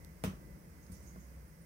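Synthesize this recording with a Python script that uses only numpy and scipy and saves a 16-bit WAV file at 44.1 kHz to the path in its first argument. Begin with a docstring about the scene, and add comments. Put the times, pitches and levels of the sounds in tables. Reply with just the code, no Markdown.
"""A knock on an animal enclosure

One sharp knock, heard from close by: the contact cracks, the panels boom and settle,
and the small quiet room answers briefly. Soft handling bumps follow, with a faint rustle.
Wood chips tick twice, and ventilation rumble, hiss and faint whirs run underneath."""
import sys
import numpy as np
from scipy import signal
from scipy.io import wavfile

SR = 44100
rng = np.random.default_rng(int(sys.argv[2]) if len(sys.argv) > 2 else 0)


def materialize(psi):
    """Save the field psi as 16-bit PCM at rate SR to the path in sys.argv[1].

    A 1-D psi becomes a single channel; in a 2-D psi each row is a channel.
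    """
    bounded = np.clip(np.atleast_2d(psi).T, -1, 1)
    quanta = np.round(bounded * 32767).astype(np.int16)
    wavfile.write(sys.argv[1], SR, quanta)


N = 72765
TIME = np.arange(N) / SR


def from_db(db):
    """Turn decibels into a gain to multiply by."""
    return 10 ** (np.asarray(db) / 20)


def at_hz(points, hz):
    """Read a table at one frequency, with octaves evenly spaced."""
    frequencies, values = np.transpose(points)
    return np.interp(np.log(hz), np.log(frequencies), values)


def level(points):
    """Gain over time from rows of (time [s], level [dB])."""
    return from_db(np.interp(TIME, *np.transpose(points)))


def pan(db):
    """Left and right gains of constant power; a pan above 0 dB is louder on the left."""
    gains = from_db([[db / 2], [-db / 2]])
    return gains / np.sqrt(np.mean(gains ** 2))


def dying(start, fade):
    """Jump to 1 at the start, then fall by 60 dB in each fade time."""
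    return (TIME >= start) * from_db(-60 * np.maximum(TIME - start, 0) / fade)


def rising(start, rise):
    """Climb in a straight line from 0 to 1 and stay there."""
    return np.clip((TIME - start) / rise, 0, 1)


def band_noise(low, high):
    """Two unrelated noises between two frequencies, each of strength 1."""
    band = signal.butter(2, [max(low, 10), min(high, .45 * SR)], "band", fs=SR, output="sos")
    noise = signal.sosfilt(band, rng.standard_normal((2, N + 4000)))[:, -N:]
    return noise / noise.std(axis=1, keepdims=True)


def coloured(colour, likeness, shape):
    """Stereo noise in quarter-octave bands; shape(hz) gives each band its fade or pan."""
    edges = 22 * 2 ** np.arange(0, 9.6, .25)
    out, power = np.zeros((2, N)), 0
    for low, high in zip(edges, edges[1:]):
        hz = np.sqrt(low * high)
        mid, side = band_noise(low, high)
        octaves_outside = max(np.log2(colour[0][0] / hz), np.log2(hz / colour[-1][0]), 0)
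        gain = from_db(at_hz(colour, hz) - 24 * octaves_outside) * np.sqrt(high - low)
        alike = np.clip(at_hz(likeness, hz), -1, 1)  # 1: same on both sides, 0: unrelated, -1: opposite
        stereo = np.sqrt((1 + alike) / 2) * mid + np.sqrt((1 - alike) / 2) * side * [[1], [-1]]
        out += gain * shape(hz) * stereo
        power += gain ** 2
    return out / np.sqrt(power)


def ring(force, hz, fade):
    """One resonance: every push starts a tone that dies away."""
    decay, step = from_db(-60 / (fade * SR)), 2 * np.pi * hz / SR
    feedback = decay * np.cos(step)
    return signal.lfilter([1, -feedback], [1, -2 * feedback, decay ** 2], force + 1e-18)


# how alike the background is on both sides: (frequency [Hz], likeness [-1 to 1])
AIR_ALIKE = [(60, 0.98), (160, 0.99), (300, 0.76), (500, 1), (800, 0.1), (1200, .3), (2200, 0.12),
             (4000, 0.2), (15000, 0.12)]
# which side the background leans to: (frequency [Hz], pan [dB])
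AIR_SIDE = [(60, 4.5), (200, -0.5), (380, -4), (660, 3.5), (980, -3), (1290, -7.5), (1700, -8), (2380, -1),
            (3400, -0.5), (5500, -8), (8120, -3.5), (11000, 0.5), (15000, -3)]
# tone of the rumble and of the hiss: (frequency [Hz], relative level [dB])
RUMBLE_COLOUR = [(25, -37), (40, -12), (52, 3), (64, 3), (80, 1), (100, -15), (122, -9), (155, 2),
                 (185, -4), (225, -10.5), (290, -15.5), (340, -11), (400, -21), (490, -13.5), (620, -20.5),
                 (780, -30), (1000, -33)]
HISS_COLOUR = [(600, -5.5), (820, 0.5), (980, 5.5), (1200, -0.5), (1550, 3.5), (1800, 2), (2100, 1),
               (2600, -7), (3800, -14.5), (5200, -4.5), (6400, -5.5), (7300, -9), (8600, -6), (10000, -5.5),
               (12300, -7.5), (14600, -4)]
# how loud each is as time passes: (time [s], level [dB])
RUMBLE_DRIFT = [(0, -50.5), (.11, -55), (.35, -52), (.46, -50), (.62, -53.5), (.85, -56), (1.03, -52),
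                (1.13, -54), (1.27, -55), (1.38, -54), (1.5, -57), (1.63, -55.5)]
HISS_DRIFT = [(0, -65), (.7, -65.5), (1.1, -64), (1.6, -66.5)]


def ventilation():
    """Ventilation rumbles in the room's low resonances, along with a soft hiss."""
    rumble = coloured(RUMBLE_COLOUR, AIR_ALIKE, lambda hz: pan(at_hz(AIR_SIDE, hz)))
    hiss = coloured(HISS_COLOUR, AIR_ALIKE, lambda hz: pan(at_hz(AIR_SIDE, hz)))
    return level(RUMBLE_DRIFT) * rumble + level(HISS_DRIFT) * hiss


# fan and electronics: (frequency [Hz], width [Hz], level [dB], pan [dB])
WHIRS = [(63.2, 2.14, -59.5, -5), (1998, 5.8, -77, -28), (2112, 7.8, -79, -9), (15800, 230, -89.5, 2)]


def whirs():
    """A fan and electronics whir faintly: noise so narrow that it is almost a tone."""
    return sum(from_db(db) * pan(pan_db) * band_noise(hz - width / 2, hz + width / 2)[0]
               for hz, width, db, pan_db in WHIRS)


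# brushing strokes: (time [s], level [dB], rise [s], fade [s], frequency [Hz], width [Hz])
STROKES = [(.822, -65.5, 0.0062, 0.2, 6350, 448), (0.917, -58, 0.0059, 0.13, 9240, 700),
           (0.913, -59, 0.0071, 0.24, 10200, 10800), (.925, -64, 0.011, 0.77, 6050, 1500),
           (1.0, -67.5, 0.031, 0.23, 8700, 1990), (1.062, -61.5, 0.012, 0.32, 6560, 600),
           (1.19, -68.5, 0.014, 0.45, 6480, 900), (1.47, -67.5, .012, 0.12, 9900, 350),
           (1.61, -70, 0.0092, .25, 9200, 300)]


def rustle():
    """Surfaces slide lightly, and each rub makes a short swell of high noise."""
    out = np.zeros((2, N))
    for start, db, rise, fade, hz, width in STROKES:
        peak = start + rise
        swell = np.where(TIME < peak, rising(start, rise), dying(peak, fade))
        out += from_db(db) * swell * band_noise(hz - width / 2, hz + width / 2)
    return pan(db=-9.5) * out


# how alike both sides are for ticks, echo and crack: (frequency [Hz], likeness [-1 to 1])
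CONTACT_ALIKE = [(130, 0.89), (290, 1), (640, 0.72), (1400, 0.31), (3100, -0.32), (15000, 0.95)]
# snaps of the wood chips: (time [s], level [dB], fade [s], pan [dB])
SNAPS = [(0.0474, -43, .006, 1.5), (0.866, -59, 0.015, -9)]
# tone of a snap: (frequency [Hz], relative level [dB])
SNAP_COLOUR = [(1500, -27), (3500, -17), (5700, 11), (7400, -23), (9200, 5), (11000, -9), (15500, -15)]


def chip_ticks():
    """Wood chips in the bedding give dry little snaps."""
    snaps = sum(from_db(db) * pan(pan_db) * dying(start, fade) for start, db, fade, pan_db in SNAPS)
    return coloured(SNAP_COLOUR, CONTACT_ALIKE, lambda hz: snaps)


# tone of the room's echo: (frequency [Hz], relative level [dB])
ECHO_COLOUR = [(250, 3.5), (450, 0), (650, -7), (820, -10.5), (1300, -2.5), (1800, -8), (2850, -5),
               (4000, -16), (6300, -10.5), (7200, -19), (8800, -11.5), (11000, -17.5), (15500, -13)]
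# how long the echo lasts: (frequency [Hz], fade [s])
ECHO_FADE = [(200, 0.24), (700, 0.43), (1900, .28), (5000, 0.24), (13000, 0.19)]
# which side the echo leans to: (frequency [Hz], pan [dB])
ECHO_SIDE = [(200, 11), (450, 2.5), (650, 4), (950, -2.5), (1300, -4.5), (1900, -0.5), (2800, 4),
             (4400, -5), (8000, -8.5), (15000, -3)]
ECHO_DB, ECHO_DELAY_S, ECHO_RISE_S = -40.5, .0026, .0043


def room_echo():
    """Reflections pile up just after the first crack, and each band fades at its own pace."""
    start = CONTACTS[0][0] + ECHO_DELAY_S
    tail = coloured(ECHO_COLOUR, CONTACT_ALIKE,
                    lambda hz: pan(at_hz(ECHO_SIDE, hz)) * dying(start, at_hz(ECHO_FADE, hz)))
    return from_db(ECHO_DB) * rising(start, ECHO_RISE_S) * tail


# the knock's blows, then the handling bumps: (time [s], level [dB], contact length [ms])
PUSHES = [(.2388, -35.5, 0.75), (0.2447, -27.6, 3.03), (.2758, -29, 3.42), (0.3347, -52, 1.77),
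          (0.898, -39.5, 3.64), (0.92, -35, 5.65), (1.1601, -56.5, 0.52), (1.1738, -44.5, 4.7),
          (1.341, -52, 4.6)]
# tones the panels ring at: (frequency [Hz], relative level [dB], fade [s], pan [dB])
PANEL_TONES = [(70, -8, 0.089, -0.5), (92, -4, 0.09, 2.5), (159.7, -13.5, 0.21, -1), (189.3, -7, 0.22, -4),
               (197.8, -3, 0.15, 4), (241, -7.5, 0.23, 3.5), (341, -1, 0.063, 1.5), (442, -1.5, 0.08, -8),
               (474.6, -1.5, 0.062, 8), (627, 0, 0.059, 28), (652, -13.5, 0.088, 32), (897, -14, 0.14, 2),
               (1015, -8, 0.15, 12), (1110, -9, 0.22, -20), (1270, -16, 0.086, -13),
               (1395, -9.5, 0.19, -15), (2280, -13, 0.26, 7), (2430, -6, .15, 3), (2975, 6, 0.13, 2)]
LOW_CUT_HZ = 51


def panel_boom():
    """Each blow is a smooth push that sets the panels ringing; longer contacts sound duller."""
    force = np.zeros(N)
    for start, db, contact_ms in PUSHES:
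        push = np.sin(np.pi * rising(start, contact_ms / 1000))
        force += from_db(db) * push / push.sum()
    boom = sum(from_db(db) * pan(pan_db) * ring(force, hz, fade) for hz, db, fade, pan_db in PANEL_TONES)
    # the panels pass little deep bass to the air
    low_cut = signal.butter(2, LOW_CUT_HZ, "high", fs=SR, output="sos")
    return signal.sosfilt(low_cut, boom)


# hard contacts of the knock: (time [s], level [dB])
CONTACTS = [(0.2383, -28), (.2409, -35.5), (.2472, -49)]
# tone of a contact: (frequency [Hz], relative level [dB])
CONTACT_COLOUR = [(400, 8.5), (620, -11), (820, -7), (1050, 6), (1450, -1.5), (2100, -2), (2700, -5.5),
                  (3800, -13), (5500, -20), (8000, -14.5), (11000, -10.5), (15500, -17)]
CRACK_FADE_S = .0089


def knock_crack():
    """The hard surfaces meet and chatter for a few milliseconds."""
    bursts = sum(from_db(db) * dying(start, CRACK_FADE_S) for start, db in CONTACTS)
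    return pan(db=-6.5) * coloured(CONTACT_COLOUR, CONTACT_ALIKE, lambda hz: bursts)


def scene():
    """Add up the knock, its echo, the small handling sounds and the background."""
    knock = panel_boom() + knock_crack() + room_echo()
    return knock + chip_ticks() + rustle() + ventilation() + whirs()


LEFT_LAG_S, TREBLE_CUT_HZ = .00033, 15800


def record(dry):
    """The sound reaches the left microphone a little later; the highest treble is cut steeply."""
    lag = round(LEFT_LAG_S * SR) / SR
    left = np.interp(TIME - lag, TIME, dry[0])
    treble_cut = signal.ellip(12, .1, 80, TREBLE_CUT_HZ, fs=SR, output="sos")
    return signal.sosfilt(treble_cut, np.array([left, dry[1]]))


dry = scene()
out = record(dry)
materialize(out)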